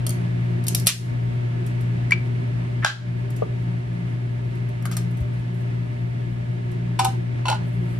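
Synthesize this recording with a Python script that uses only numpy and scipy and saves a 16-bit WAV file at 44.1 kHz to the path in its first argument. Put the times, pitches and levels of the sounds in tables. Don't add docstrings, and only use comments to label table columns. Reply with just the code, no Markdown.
import sys
import numpy as np
from scipy import signal
from scipy.fft import rfft, irfft
from scipy.io import wavfile

SR = 44100
rng = np.random.default_rng(int(sys.argv[2]) if len(sys.argv) > 2 else 0)


def int16_out(signal):
    q = np.round(np.clip(np.atleast_2d(signal).T, -1, 1) * 32767)
    wavfile.write(sys.argv[1], SR, q.astype(np.int16))


N = 352610

# f/Hz, level/dB, t60/s
WET_GAP_MODES = [(690, 3, 0.03), (866, -4.5, 0.028), (1240, 2.5, 0.054), (1560, 2.5, 0.031),
                 (2100, 2.5, 0.02), (2960, -6, 0.021), (4700, -6.5, 0.0067)]


def tin_lid():
    # t/s, level/dB, crack f/Hz, ring level/dB
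    snaps = [(.0648, -20.5, 7800, 6.5), (.0922, -21.5, 11100, 5.5), (.1042, -25, 11600, 3.5),
             (.638, -34.5, 8830, -5.5), (.667, -21, 7990, -12), (.6814, -8.5, 10000, -13),
             (.7472, -6.5, 8520, -11), (.7976, -23.5, 10000, -9.5), (.861, -24.5, 5500, -10.5),
             (.8685, 1.5, 6440, 0), (.8744, 3, 5150, 0), (.8874, -4, 3540, -6)]
    taps = [(2.1075, -18.5, 5700, -3), (2.119, -20, 2550, 5), (2.128, -23, 2530, -6.5)]
    # f/Hz, level/dB, t60/s
    torn_modes = [(625, -12, 0.045), (1265, -17.5, 0.037), (3200, -12, .03), (4600, -14, 0.04),
                  (6540, -8.5, 0.022), (9160, -5.5, 0.027), (10140, -8, 0.035), (12320, 0.5, 0.013)]
    flat_modes = [(1044, -8, 0.029), (1596, -8, 0.057), (1946, -0.5, 0.038), (2290, 0.5, 0.035),
                  (4560, -16, 0.024)]
    return (blows(snaps, torn_modes, octaves=1.2, cycles=370, tick_db=6, rise_s=0.0014,
                  spread_db=1, pan_db=0.8, room_db=-9)
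            + blows(taps, flat_modes, octaves=0.73, cycles=130, tick_db=-11, rise_s=0.0015,
                    spread_db=7, pan_db=2.8, room_db=-17))


def full_can():
    # t/s, level/dB, crack f/Hz, ring level/dB
    creaks = [(2.818, -17.5, 1570, -10)]
    pops = [(2.846, -7, 2150, 2.3), (2.861, -7.5, 2320, -1.5)]
    finger_taps = [(3.418, -26.5, 900, 12.3)]
    # f/Hz, level/dB, t60/s
    can_modes = [(630, -1, 0.047), (841, -1.5, 0.047), (1123, 4.5, 0.02), (1360, 0, 0.03), (1624, 5, 0.06),
                 (2050, -12, 0.062), (3250, -11, 0.02), (4430, -14, .02)]
    hollow_modes = [(452.5, 13, 0.056), (598, 5.5, 0.058), (712, -2.5, 0.039), (1080, -6, 0.033),
                    (1196, -6, 0.063)]
    return (blows(creaks, can_modes, octaves=0.37, cycles=250, tick_db=-30, rise_s=0.013,
                  spread_db=5, pan_db=1.5, room_db=-5)
            + blows(pops, can_modes, octaves=1.16, cycles=200, tick_db=3, rise_s=0.0012,
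                    spread_db=1.1, pan_db=1, room_db=-2.5)
            + blows(finger_taps, hollow_modes, octaves=1, cycles=13, tick_db=-9, rise_s=0.0049,
                    spread_db=0, pan_db=3.5, room_db=-14))


def wet_block():
    # t/s, level/dB, crack f/Hz, ring level/dB
    smacks = [(4.8224, -36.5, 8890, -7), (4.853, -24.5, 6000, -1), (4.9123, -23, 8000, -6),
              (4.922, -31, 3000, 1), (4.935, -34, 8300, -8), (4.9666, -14.5, 8200, -15),
              (4.976, -34, 3030, 0)]
    suction = [(4.851, -17, 1330, -22)]
    return (blows(smacks, WET_GAP_MODES, octaves=1.3, cycles=315, tick_db=1.5, rise_s=0.0022,
                  spread_db=4, pan_db=1.6, room_db=-10.5)
            + blows(suction, WET_GAP_MODES, octaves=0.15, cycles=40, tick_db=-30, rise_s=0.0079,
                    spread_db=1, pan_db=0, room_db=4))


def board_thud(at_s=5.205, hz=70.6, level_db=-7.5, t60_s=0.084, rise_s=0.011):
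    t = np.maximum(np.arange(N) / SR - at_s, 0)
    return from_db(level_db - 60 * t / t60_s) * (1 - np.exp(-t / rise_s)) * np.sin(2 * np.pi * hz * t)


def empty_can():
    # t/s, level/dB, crack f/Hz, ring level/dB
    knocks = [(6.989, -8, 3770, 1), (7.012, -25.5, 3470, 0), (7.044, -6, 5640, -3.2)]
    bumps = [(7.453, -24, 2350, 4), (7.481, -16, 4200, 3), (7.497, -16.5, 3780, 1),
             (7.512, -22.5, 2580, 2.5), (7.524, -25.5, 2500, 4)]
    # f/Hz, level/dB, t60/s
    empty_modes = [(774, 1.5, 0.16), (906, 2, 0.05), (1003, -4, 0.071), (1256, -13.5, 0.14),
                   (1500, -5, 0.052), (2400, -11.5, 0.071), (2850, 2, 0.026), (3500, -5, 0.033),
                   (5300, -23, 0.052), (6700, -19, 0.031)]
    resting_modes = [(523, -6, 0.065), (630, -2, 0.055), (777, -5, 0.057), (820, -3.5, 0.091),
                     (871, 1, 0.099), (964, -7, 0.12), (1002, -2, 0.11), (1433, -9, 0.093),
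                     (2160, -13, 0.033), (2680, -13, 0.081), (3007, -4.5, 0.038), (4100, -8.5, 0.076),
                     (5500, -24, 0.025)]
    chatter = scattered(7.46, 7.55, level_db=-30, crack_hz=3000, ring_db=0, count=8)
    return (blows(knocks, empty_modes, octaves=1.12, cycles=204, tick_db=-1, rise_s=0.0053,
                  spread_db=3, pan_db=0.3, room_db=-9)
            + blows(bumps + chatter, resting_modes, octaves=1, cycles=176, tick_db=-21, rise_s=0.0028,
                    spread_db=6, pan_db=0, room_db=-13))


def finger_ticks(crack_hz=9000, ring_db=-17):
    # t/s, level/dB
    touches = [(0.4396, -49), (1.6606, -30.5), (1.806, -36.5), (3.3004, -34.5), (3.36, -32), (3.6194, -50),
               (4.5494, -44), (4.686, -41), (5.1075, -41), (5.1687, -39), (5.2026, -40), (5.3894, -49),
               (5.54, -46), (6.712, -40)]
    ticks = [(s, level_db, crack_hz, ring_db) for s, level_db in touches]
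    ticks += scattered(0.2, 7.7, level_db=-51.5, crack_hz=crack_hz, ring_db=ring_db, count=10)
    return blows(ticks, WET_GAP_MODES, octaves=0.99, cycles=440, tick_db=-9, rise_s=0.004,
                 spread_db=3, pan_db=0.5, room_db=-3.5)


def blows(events, modes, octaves, cycles, tick_db, rise_s, spread_db, pan_db, room_db):
    tick_t60_s, detune = 0.0092, 0.006
    rattle_hz, rattle_depth, rattle_full_hz = 300, 0.82, 2480
    near, t = np.zeros((2, N)), np.arange(SR // 4) / SR
    hz, mode_db, t60 = np.transpose(modes)[:, :, None]
    rattle_filter = signal.butter(3, rattle_hz, fs=SR, output="sos")
    shake_depth = rattle_depth * np.minimum(hz / rattle_full_hz, 1)
    attack = 1 - np.exp(-(t / rise_s) ** 2)
    tick_decay = from_db(tick_db - 60 * t / tick_t60_s)
    for s, level_db, crack_hz, ring_db in events:
        edges = np.clip(crack_hz * 2.0 ** (octaves * np.array([-1, 1])), 100, .45 * SR)
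        band = signal.butter(2, edges, "band", fs=SR, output="sos")
        noise = rms_one(signal.sosfilt(band, rng.standard_normal(len(t))))
        crack_decay = from_db(-60 * t * crack_hz / cycles)
        crack = noise * (crack_decay + tick_decay)
        strength, bend = rng.standard_normal((2, *hz.shape))
        shake = rms_one(signal.sosfilt(rattle_filter, rng.standard_normal((len(hz), len(t)))))
        mode_decay = from_db(mode_db + spread_db * strength - 60 * t / t60)
        sines = np.sin(2 * np.pi * (hz * (1 + detune * bend) * t + rng.random(hz.shape)))
        ring = np.sum(mode_decay * (1 + shake_depth * shake) * sines, axis=0)
        sound = from_db(level_db) * attack * (crack + from_db(ring_db) * ring) / 2
        at = round(s * SR)
        near[:, at:at + len(t)] += sides(pan_db) * sound[:N - at]
    return np.array([near, from_db(room_db) * near])


def scattered(from_s, to_s, level_db, crack_hz, ring_db, count):
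    return [(from_s + (to_s - from_s) * when, level_db - 6 * weak,
             crack_hz * (0.45 + 0.84 * bright), ring_db)
            for when, weak, bright in rng.random((count, 3))]


def microwave():
    # t/s, level/dB
    levels = [(0, -26.5), (1.6, -27.5), (2.8, -27), (3.1, -29), (6.3, -29.5), (8.0, -28)]
    return from_db(over_time(levels)) * (transformer() + fan())


def transformer(mains_hz=59.96):
    # multiple of mains, level/dB, left-right/dB, waver/dB
    partials = [(1, -23, 4, 4), (2, 2, 2, 0), (3, -23, -3.5, 1.5), (4, -18.5, -1, 0.3),
                (5, -30.5, -10, 0.5), (6, -28.5, -13.5, 5.5), (10, -33.5, 7.5, 4.5)]
    t = np.arange(N) / SR
    hum = 0
    for multiple, level_db, pan_db, waver_db in partials:
        sine = np.sqrt(2) * np.sin(2 * np.pi * (multiple * mains_hz * t + rng.random()))
        hum = hum + sides(pan_db) * from_db(level_db + waver_db * drift(10)) * sine
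    return hum


def fan():
    # f/Hz, relative level/dB
    air_mid = [(22, -61.5), (33, -29), (45, -22), (88, -20), (123, -8), (217, -22.5), (383, -26.5),
               (482, -43), (592, -33), (786, -41), (2840, -42.5), (6500, -60.5), (10500, -62.5),
               (14000, -91.5)]
    air_side = [(22, -57), (45, -31), (88, -5.5), (123, -3.5), (172, -13), (241, -7), (296, -14),
                (354, -11.5), (650, -12.5), (1160, -22.5), (1980, -25.5), (8590, -47.5), (10500, -77.5),
                (14000, -77)]
    # f/Hz, width/Hz, level/dB, side share/dB
    cabinet = [(175.97, 5.04, -9.5, -15.5), (393.6, 20, -24.5, -1), (328.5, 40, -25.5, -4),
               (705, 45, -33.5, 5.5), (921.3, 52, -35, 8.5), (1698, 50, -35, 1.5), (2068, 430, -37, 13)]
    # f/Hz, left-right/dB
    balance = [(60, -1.5), (110, 2.5), (200, 0), (380, -4), (700, -0.5), (1290, 3.5), (2380, -4), (4400, 2),
               (8120, -1.5), (15000, 1.5)]
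    mid, side = from_db(-8) * coloured(air_mid), from_db(-12.5) * coloured(air_side)
    for hz, width_hz, level_db, side_db in cabinet:
        noise = rng.standard_normal((2, N))
        mid_band, side_band = resonance(resonance(noise, hz, width_hz), hz, width_hz)
        mid = mid + from_db(level_db) * rms_one(mid_band)
        side = side + from_db(level_db + side_db) * rms_one(side_band)
    gusts = from_db(.5 * drift(6))
    return gusts * irfft(rfft([mid + side, mid - side]) * sides(over_pitch(balance)), N)


def kitchen(x, t60_s=0.26, build_s=0.0028, band_hz=(895, 8700)):
    t = np.arange(SR // 2) / SR
    envelope = from_db(-60 * t / t60_s) * (1 - np.exp(-(t / build_s) ** 2))
    echoes = rng.standard_normal((2, len(t))) * envelope
    echoes = signal.lfilter(*signal.butter(1, band_hz, "band", fs=SR), echoes)
    return signal.fftconvolve(x, echoes / np.sqrt(np.sum(echoes ** 2) / 2), axes=1)[:, :N]


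def rustle():
    # t/s, level/dB
    levels = [(0, -75), (3.001, -78.5), (5.9, -74), (7.451, -89), (7.649, -67.5), (8.0, -65)]
    treble = signal.butter(4, [7500, 12800], "band", fs=SR, output="sos")
    hiss = rms_one(signal.sosfilt(treble, rng.standard_normal((2, N))))
    return from_db(over_time(levels) + 3 * drift(11)) * hiss


def microphone_ports(x):
    # f/Hz, left lead/rad
    phase_gap = [(0, -6.5), (260, 3.13), (1550, 7.5), (1890, 7.5), (3100, 5), (4130, 4), (4650, 8),
                 (6720, 3.5), (7150, 1), (7580, 2), (9730, 0.07), (12800, 1.5), (14000, -1.5),
                 (16000, -6.5)]
    lead = np.interp(np.fft.rfftfreq(N, 1 / SR), *np.transpose(phase_gap))
    return irfft(rfft(x) * np.exp(.5j * lead * np.array([[1], [-1]])), N)


def level_dips(fall_s=0.0067, hold_s=0.1, rise_s=0.13):
    # t/s, depth/dB
    dips = [(0.869, 12), (2.847, 13.5)]
    t, corners = np.arange(N) / SR, np.cumsum([0, fall_s, hold_s, rise_s])
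    return from_db(-sum(depth_db * np.interp(t - s, corners, [0, 1, 0.93, 0]) for s, depth_db in dips))


def from_db(db):
    return 10 ** (np.asarray(db) / 20)


def rms_one(x):
    return x / np.sqrt(np.mean(x ** 2) + 1e-20)


def sides(pan_db):
    return from_db(np.array([[.5], [-.5]]) * pan_db)


def over_time(points):
    return np.interp(np.arange(N) / SR, *np.transpose(points))


def over_pitch(points):
    hz, db = np.transpose(points)
    return np.interp(np.log(np.fft.rfftfreq(N, 1 / SR) + 1), np.log(hz), db)


def coloured(points):
    return rms_one(irfft(rfft(rng.standard_normal(N)) * from_db(over_pitch(points)), N))


def drift(rate_hz):
    step, settle = 40, 2000
    pole = np.exp(-2 * np.pi * rate_hz * step / SR)
    noise = rng.standard_normal(N // step + settle + 2)
    slow = signal.lfilter([1], [1, -2 * pole, pole * pole], noise)[settle:]
    return np.interp(np.arange(N) / step, np.arange(len(slow)), rms_one(slow))


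def resonance(x, hz, width_hz):
    r = np.exp(-np.pi * width_hz / SR)
    gain = (1 - r * r) / 2
    return signal.lfilter([gain, 0, -gain], [1, -2 * r * np.cos(2 * np.pi * hz / SR), r * r], x)


def scene():
    oven = microwave()
    near, to_walls = tin_lid() + full_can() + wet_block() + empty_can() + finger_ticks()
    handling = microphone_ports(near) + kitchen(to_walls)
    return level_dips() * (oven + handling) + sides(pan_db=2) * board_thud() + rustle()


def record(dry):
    band_hz, cutoff_hz = (38, 13500), 16450
    trimmed = signal.sosfilt(signal.butter(4, band_hz, "band", fs=SR, output="sos"), dry)
    rounded = 0.91 * np.tanh(trimmed / 0.78)
    return signal.sosfilt(signal.cheby2(12, 70, cutoff_hz, fs=SR, output="sos"), rounded)


dry = scene()
out = record(dry)
int16_out(out)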